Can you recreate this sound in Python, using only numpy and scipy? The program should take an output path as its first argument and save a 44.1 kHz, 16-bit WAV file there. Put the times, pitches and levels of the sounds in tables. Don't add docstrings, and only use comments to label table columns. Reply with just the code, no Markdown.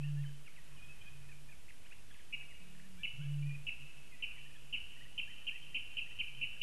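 import sys
import numpy as np
from scipy import signal
from scipy.fft import rfft, irfft, next_fast_len
from scipy.io import wavfile
from scipy.ndimage import uniform_filter1d

SR = 44100
rng = np.random.default_rng(int(sys.argv[2]) if len(sys.argv) > 2 else 0)


def gain_from_decibels(decibels):
    exponent = np.asarray(decibels, float) / 20
    return 10 ** exponent


def store_pcm(level_fs):
    pcm = np.round(np.clip(level_fs, -1, 1) * 32767).astype(np.int16)
    wavfile.write(sys.argv[1], SR, np.atleast_2d(pcm).T)


N = 291942


def evened(x):
    return x / np.sqrt(np.mean(x ** 2) + 1e-20)


def add(mix, start_s, sound):
    part = mix[round(start_s * SR):][:len(sound)]
    part += sound[:len(part)]


def drift(fastest_hz):
    t = np.arange(0, N, 64) / SR
    rates = np.geomspace(fastest_hz / 20, fastest_hz, 20)
    waves = sum(np.sin(2 * np.pi * (hz * t + rng.random())) for hz in rates)
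    return np.interp(np.arange(N) / SR, t, evened(waves))


def phase(hz):
    return 2 * np.pi * np.cumsum(hz) / SR


def resonate(x, hz, width_hz):
    b, a = signal.iirpeak(hz, hz / width_hz, SR)
    return signal.lfilter(b, a, signal.lfilter(b, a, x))


# pitch_hz, level_db (per Hz)
AIR_SPECTRUM = [(12, 4.5), (25, 0), (45, -3), (70, -6.5), (110, -12), (190, -14), (350, -19.5), (800, -24),
                (2000, -25), (2700, -21), (4200, -28), (8000, -28.5), (12500, -29)]
# up_to_hz, depth_db
AIR_GUSTS = [
    (55, 0),
    (75, 4),
]
# low_hz, high_hz
RUMBLE_BAND = (75, 125)


def air():
    air_db, drone_db, drone_swell_db = -59, -73.5, 8
    drone_low_hz, drone_high_hz = RUMBLE_BAND
    size = next_fast_len(N)
    hz = np.arange(size // 2 + 1) * SR / size
    table_hz, table_db = np.transpose(AIR_SPECTRUM)
    slope_db = np.interp(np.log(hz + 1), np.log(table_hz + 1), table_db)
    spectrum = rfft(rng.standard_normal(size)) * gain_from_decibels(slope_db) * (hz > 5)

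    def band(low_hz, high_hz):
        return irfft(spectrum * (hz > low_hz) * (hz <= high_hz), size)[:N]

    noise = band(drone_high_hz, SR)
    low_hz = 0
    for high_hz, depth_db in AIR_GUSTS:
        noise = noise + band(low_hz, high_hz) * gain_from_decibels(depth_db * np.tanh(drift(6.7)))
        low_hz = high_hz
    drone = evened(band(drone_low_hz, drone_high_hz))
    drone_level = gain_from_decibels(drone_db + drone_swell_db * np.tanh(drift(5)))
    return gain_from_decibels(air_db) * evened(noise) + drone * drone_level


# pitch_hz, width_hz, level_db
CHORUS_BANDS = [
    (1720, 1240, -2),
    (2550, 190, -2),
    (3050, 380, -3),
]
# time_s, level_db
CHORUS_LEVEL = [(0, -69.5), (.4, -72.5), (.7, -69), (1.2, -70.5), (1.598, -79), (2.199, -72.5), (3, -74.5),
                (4.5, -72), (6.62, -71)]


def chorus():
    bands = np.zeros(N)
    for hz, width_hz, level_db in CHORUS_BANDS:
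        flicker_db = 2.5 * drift(11)
        bands += gain_from_decibels(level_db + flicker_db) * evened(resonate(rng.standard_normal(N), hz, width_hz))
    time_s, level_db = np.transpose(CHORUS_LEVEL)
    return gain_from_decibels(np.interp(np.arange(N) / SR, time_s, level_db)) * evened(bands)


# delay_s, level_db
REED_ECHOES = [
    (0.034, -8),
    (0.07, -14.5),
    (.17, -32),
    (.29, -32),
]


def reeds(x, near_db, near_t60, far_db, far_t60, echo_db, stem_hz):
    t = np.arange(SR) / SR
    shape = gain_from_decibels(near_db - 60 * t / near_t60) + gain_from_decibels(far_db - 60 * t / far_t60)
    for delay_s, level_db in REED_ECHOES:
        shape += gain_from_decibels(level_db + echo_db) * np.exp(-((t - delay_s) / 0.002) ** 2)
    taps = rng.standard_normal(SR) * shape * np.minimum(t / 0.004, 1)
    thin = signal.butter(3, stem_hz, "high", fs=SR, output="sos")
    return x + signal.oaconvolve(x, signal.sosfilt(thin, taps))[:N]


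def whistle(length_s, start_hz, middle_hz, end_hz, level_db):
    u = np.linspace(-1, 1, round(length_s * SR))
    bend_hz = (start_hz + end_hz) / 2 - middle_hz
    hz = middle_hz + (end_hz - start_hz) / 2 * u + bend_hz * u ** 2
    return np.sqrt(2) * gain_from_decibels(level_db) * signal.windows.tukey(len(u), .4) * np.sin(phase(hz))


def settling_whistle(length_s, start_hz, end_hz, level_db, share):
    u = np.linspace(0, 1, round(length_s * SR))
    hz = end_hz + (start_hz - end_hz) * np.exp(-u / share)
    level = gain_from_decibels(level_db - 6 * (u - .5))
    return np.sqrt(2) * level * signal.windows.tukey(len(u), .3) * np.sin(phase(hz))


# start_s, length_s, pitch_hz, level_db
HELD_NOTES = [(.073, .017, 2790, -66), (0.062, 0.031, 3040, -70), (0.163, 0.064, 2760, -67.5),
              (0.216, .015, 3290, -66), (.035, 0.029, 1830, -65.5), (0.249, 0.038, 3060, -65),
              (0.836, 0.017, 3260, -66), (.745, .025, 1065, -74), (.775, 0.033, 2470, -60.5),
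              (.815, 0.049, 2500, -59), (.874, 0.062, 2580, -62), (.935, 0.042, 2510, -86),
              (1.01, 0.019, 2440, -61.5), (1.045, 0.055, 2496, -60), (1.11, 0.17, 2470, -74),
              (1.48, .025, 2440, -65), (1.286, 0.017, 2530, -61), (1.287, 0.016, 1823, -63.5),
              (1.487, 0.013, 1770, -67), (2.974, 0.067, 2350, -66.5), (3.225, 0.086, 2290, -71),
              (3.424, 0.019, 2390, -58), (3.455, .035, 2480, -58), (3.489, .038, 2420, -56.5),
              (3.544, 0.016, 2500, -51.5), (4.118, .043, 2497, -61.5), (4.178, 0.044, 2000, -66.5),
              (4.378, 0.015, 2330, -60), (5.405, 0.032, 1850, -73)]
# start_s, length_s, middle_hz, level_db
RISING_CHIRPS = [(.008, .011, 2570, -64), (.029, 0.022, 2700, -56), (.16, 0.055, 1770, -67),
                 (1.065, 0.023, 3190, -68), (1.01, 0.016, 3120, -63), (1.048, .046, 1650, -73),
                 (2.822, .045, 1750, -72), (5.728, 0.022, 1966, -66)]
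# start_s, middle_hz, first_db, second_db, third_db
CHIRP_RUNS = [
    (3.458, 1950, -67, -66, -73),
    (4.407, 1820, -75, -67, -65),
    (4.96, 1897, -67, -61.5, -61),
    (6.06, 1910, -67, -62, -66),
]
# start_s, length_s, middle_hz, level_db
FALLING_CHIRPS = [(0.05, 0.022, 2734, -59.5), (0.073, 0.037, 1680, -71), (0.758, 0.031, 2940, -65),
                  (1.312, 0.021, 2420, -56), (1.312, 0.019, 1643, -67), (5.313, .015, 1910, -66),
                  (1.514, .027, 1580, -72), (2.107, .017, 3310, -67), (2.198, 0.016, 3240, -66.5),
                  (4.113, 0.05, 2010, -64.5), (4.188, 0.03, 2320, -64), (4.36, 0.033, 1960, -68),
                  (4.543, 0.03, 1763, -69), (4.56, 0.012, 3270, -67), (5.558, 0.011, 1970, -61)]
# start_s, length_s, start_hz, end_hz, level_db
STRAIGHT_SWEEPS = [(0.459, .031, 3050, 1920, -56.5), (0.459, .03, 2000, 1107, -69),
                   (1.512, .026, 2720, 2090, -59), (1.68, 0.015, 1800, 2850, -62.5),
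                   (1.693, 0.018, 3030, 1640, -58.5), (1.847, 0.026, 2280, 3270, -61),
                   (1.856, .022, 1250, 2570, -65.5), (1.908, 0.028, 2290, 2920, -57.5),
                   (1.917, 0.023, 1240, 2970, -63), (2.403, 0.02, 2000, 1300, -73),
                   (2.75, 0.0065, 1450, 2142, -62.5), (2.794, 0.01, 1480, 2170, -58.5),
                   (5.271, .045, 1616, 2120, -62.5), (5.509, .052, 1683, 2040, -62.5),
                   (2.414, 0.0212, 2400, 1740, -62), (2.501, 0.031, 2350, 1800, -62.5),
                   (6.558, 0.015, 2030, 1470, -66)]
# start_s, length_s, start_hz, end_hz, level_db
FALLING_HOOKS = [(.23, 0.032, 3110, 1510, -64), (.274, 0.027, 3050, 1545, -69),
                 (.558, .045, 3220, 1804, -62), (2.103, 0.018, 2300, 1590, -67),
                 (2.14, .03, 3530, 1605, -63), (2.189, 0.025, 3160, 1570, -65.5)]
# start_s, length_s, start_hz, end_hz, level_db
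CLIMBING_ARCS = [
    (2.969, .072, 1152, 1804, -70),
    (3.196, .078, 1200, 1710, -70),
]
GLIDE_SHARES = (.27, .25)


def warbler():
    arch, rise, fall = .015, 0.067, 0.069
    run_gap_s, run_note_s = .045, 0.0216
    song = np.zeros(N)
    for s, length, hz, db in HELD_NOTES:
        add(song, s, whistle(length, hz * (1 - arch), hz, hz * (1 - arch), db))
    runs = [(s + k * run_gap_s, run_note_s, hz, db)
            for s, hz, *levels in CHIRP_RUNS for k, db in enumerate(levels)]
    for s, length, hz, db in RISING_CHIRPS + runs:
        add(song, s, whistle(length, hz * (1 - rise), hz, hz * (1 + 0.88 * rise), db))
    for s, length, hz, db in FALLING_CHIRPS:
        add(song, s, whistle(length, hz * (1 + 1.17 * fall), hz, hz * (1 - fall), db))
    for s, length, start_hz, end_hz, db in STRAIGHT_SWEEPS:
        add(song, s, whistle(length, start_hz, (start_hz + end_hz) / 2, end_hz, db))
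    hook_share, arc_share = GLIDE_SHARES
    for s, *note in FALLING_HOOKS:
        add(song, s, settling_whistle(*note, hook_share))
    for s, length, start_hz, end_hz, db in CLIMBING_ARCS:
        add(song, s, settling_whistle(length, start_hz, end_hz, db, arc_share))
        add(song, s, settling_whistle(length, 2 * start_hz, 2 * end_hz, db - 3, arc_share))
    flutter_db = 3 * np.tanh(drift(60))
    return reeds(song * gain_from_decibels(flutter_db), near_db=-37, near_t60=.3, far_db=-49, far_t60=1.1,
                 echo_db=-32, stem_hz=1900)


def hoot(rows, wobble_hz, overtone_db):
    time_s, pitch_hz, level_db = np.transpose(rows)
    t = np.arange(N) / SR
    turn = phase(np.interp(t, time_s, pitch_hz) + wobble_hz * drift(12))
    level = gain_from_decibels(uniform_filter1d(np.interp(t, time_s, level_db, left=-99, right=-99), 300))
    octave = gain_from_decibels(overtone_db + 2 * drift(17)) * np.cos(2 * turn)
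    return np.sqrt(2) * level * (np.cos(turn) + octave)


# time_s, pitch_hz, level_db
GULPED_AIR = [
    (2.6, 178.7, -73),
    (2.604, 183, -63.5),
    (2.802, 182, -64.5),
    (2.898, 190, -61),
    (2.978, 181.4, -59.5),
    (3.004, 171, -58),
    (3.036, 154, -91),
    (3.06, 154.5, -48),
]


def gulp():
    return hoot(GULPED_AIR, wobble_hz=1.8, overtone_db=-31)


# time_s (after start), pitch_hz, level_db (below the top)
BOOM_SHAPE = [
    (0, 131, -30),
    (.02, 135, -8),
    (.04, 150, -4),
    (.06, 148, -9.5),
    (.09, 140.8, -3.5),
    (.14, 144.6, -1.5),
    (.31, 143, -.5),
    (.44, 143.1, -16),
    (.55, 147, -29),
]
# start_s, level_db
BOOM_STARTS = [
    (-.09, -37.5),
    (3.17, -37.5),
]
# delay_s (after start), spread_s, first_boom_db, second_boom_db
BANK_RETURNS = [(.66, 0.037, -66, -56.5), (.82, 0.043, -61, -65), (.98, 0.038, -62, -73),
                (1.26, 0.092, -62.5, -66.5), (1.45, 0.19, -64, -68.5), (1.87, 0.051, -68.5, -84),
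                (2.13, 0.063, -71, -74), (2.5, 0.17, -76, -71), (2.85, 0.11, -67, -82)]
# start_s, length_s, start_hz, end_hz, level_db
FAR_PUFFS = [
    (3.13, 0.041, 135, 135, -56.5),
    (5.9, 0.325, 118.8, 129.5, -72),
    (6.2, 0.26, 139.9, 136.5, -64.5),
    (6.36, .11, 137.6, 137, -61.5),
]


def booms():
    return_hz, steady_db, linger_db, linger_width_hz = 143.2, -77, -76, 9
    t = np.arange(N) / SR
    out = sum(hoot(np.add(BOOM_SHAPE, (s, 0, db)), wobble_hz=0.99, overtone_db=-37.5)
              for s, db in BOOM_STARTS)
    swells = gain_from_decibels(steady_db)
    for k, (start_s, _) in enumerate(BOOM_STARTS):
        for delay_s, spread_s, *levels_db in BANK_RETURNS:
            swells = swells + gain_from_decibels(levels_db[k]) * np.exp(-((t - start_s - delay_s) / spread_s) ** 2)
    out = out + np.sqrt(2) * swells * np.cos(phase(return_hz + 1.17 * drift(6.7)))
    for s, length, start_hz, end_hz, db in FAR_PUFFS:
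        add(out, s, whistle(length, start_hz, (start_hz + end_hz) / 2, end_hz, db))
    blur = evened(resonate(rng.standard_normal(N), return_hz, linger_width_hz))
    return out + gain_from_decibels(linger_db) * blur


def crake_note(peak_db, tenth_hz, length_s, drop):
    jitter, shimmer_db, slip = .02, 3.2, .6
    u = np.arange(round(length_s * SR)) / (length_s * SR)
    closing = np.sin(np.pi / 2 * np.clip((u - .4) / 0.467, 0, 1)) ** 2
    k = np.arange(6, 14)[:, None]
    moments = rng.standard_normal((9, 9))
    wander = np.array([np.interp(u, np.linspace(0, 1, 9), row) for row in moments])
    smear = .85 * (k - 10) ** 2
    rate = tenth_hz / 10 * (1 - drop * closing - 0.033 * np.exp(-u / 0.082) + jitter * wander[8])
    lift = 1 + 0.38 * (drop - 0.04)
    throat = tenth_hz * lift * (1 + 0.019 * np.sin(np.pi * u) - 0.78 * drop * closing)
    turn = phase(rate)
    off = k * rate - throat + .01
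    width_hz, steepness = np.where(off > 0, 240, 330), np.where(off > 0, 7.0, 4.0)
    passed = 1 / (1 + abs(off / width_hz) ** steepness) * np.exp(-(off / 800) ** 4)
    pulses = np.cos(k * turn + smear + slip * wander[:8][::-1])
    voice = (passed * gain_from_decibels(shimmer_db * wander[:8]) * pulses).sum(0)
    chest = gain_from_decibels(-26.5) * np.sin(turn) + gain_from_decibels(-33) * np.sin(2 * turn + 2 * wander[0])
    attack, release = np.minimum(u / 0.077, 1), np.minimum((1 - u) / 0.32, 1)
    swell = attack * (0.52 + 0.23 * np.sin(np.pi * u ** 1.7)) * release
    return gain_from_decibels(peak_db - 1.5) * swell * (evened(voice) + chest)


# start_s, peak_db, tenth_overtone_hz, length_s, closing_drop (share of pitch)
CRAKE_NOTES = [(2.3252, -35.5, 2613, 0.034, 0.047), (3.0315, -32.5, 2702, 0.033, 0.13),
               (3.6662, -34.5, 2710, 0.039, 0.13), (4.2228, -32.5, 2732, 0.032, 0.084),
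               (4.7255, -33, 2756, 0.042, .13), (5.177, -32, 2750, 0.032, 0.15),
               (5.4667, -33, 2773, 0.038, 0.13), (5.744, -30.5, 2747, 0.039, 0.084),
               (5.968, -32.5, 2740, .039, 0.123), (6.1865, -33, 2750, 0.039, 0.16),
               (6.4103, -32.5, 2708, 0.047, 0.08), (6.6124, -30, 2740, 0.056, 0.098)]


def crake():
    near = np.zeros((3, N))
    for k, (s, *note) in enumerate(CRAKE_NOTES):
        add(near[k % 3], s, crake_note(*note))
    return sum(reeds(part, near_db=-42, near_t60=0.22, far_db=-43.5, far_t60=1.71,
                     echo_db=-29, stem_hz=2000) for part in near)


def scene():
    return (air() + chorus() + warbler() + gulp() + booms() + crake())[None]


def roll_off(x):
    return signal.sosfilt(signal.butter(12, 13200, fs=SR, output="sos"), x)


def record(dry):
    edge_hz, offset = 12100, .0088
    edge = signal.firwin(1023, edge_hz, window=("kaiser", 9), fs=SR)
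    padded = np.pad(dry, ((0, 0), (600, 600)), "reflect")
    limited = signal.oaconvolve(padded, edge[None], "same")[:, 600:-600]
    return roll_off(limited + offset)


dry = scene()
out = record(dry)
store_pcm(out)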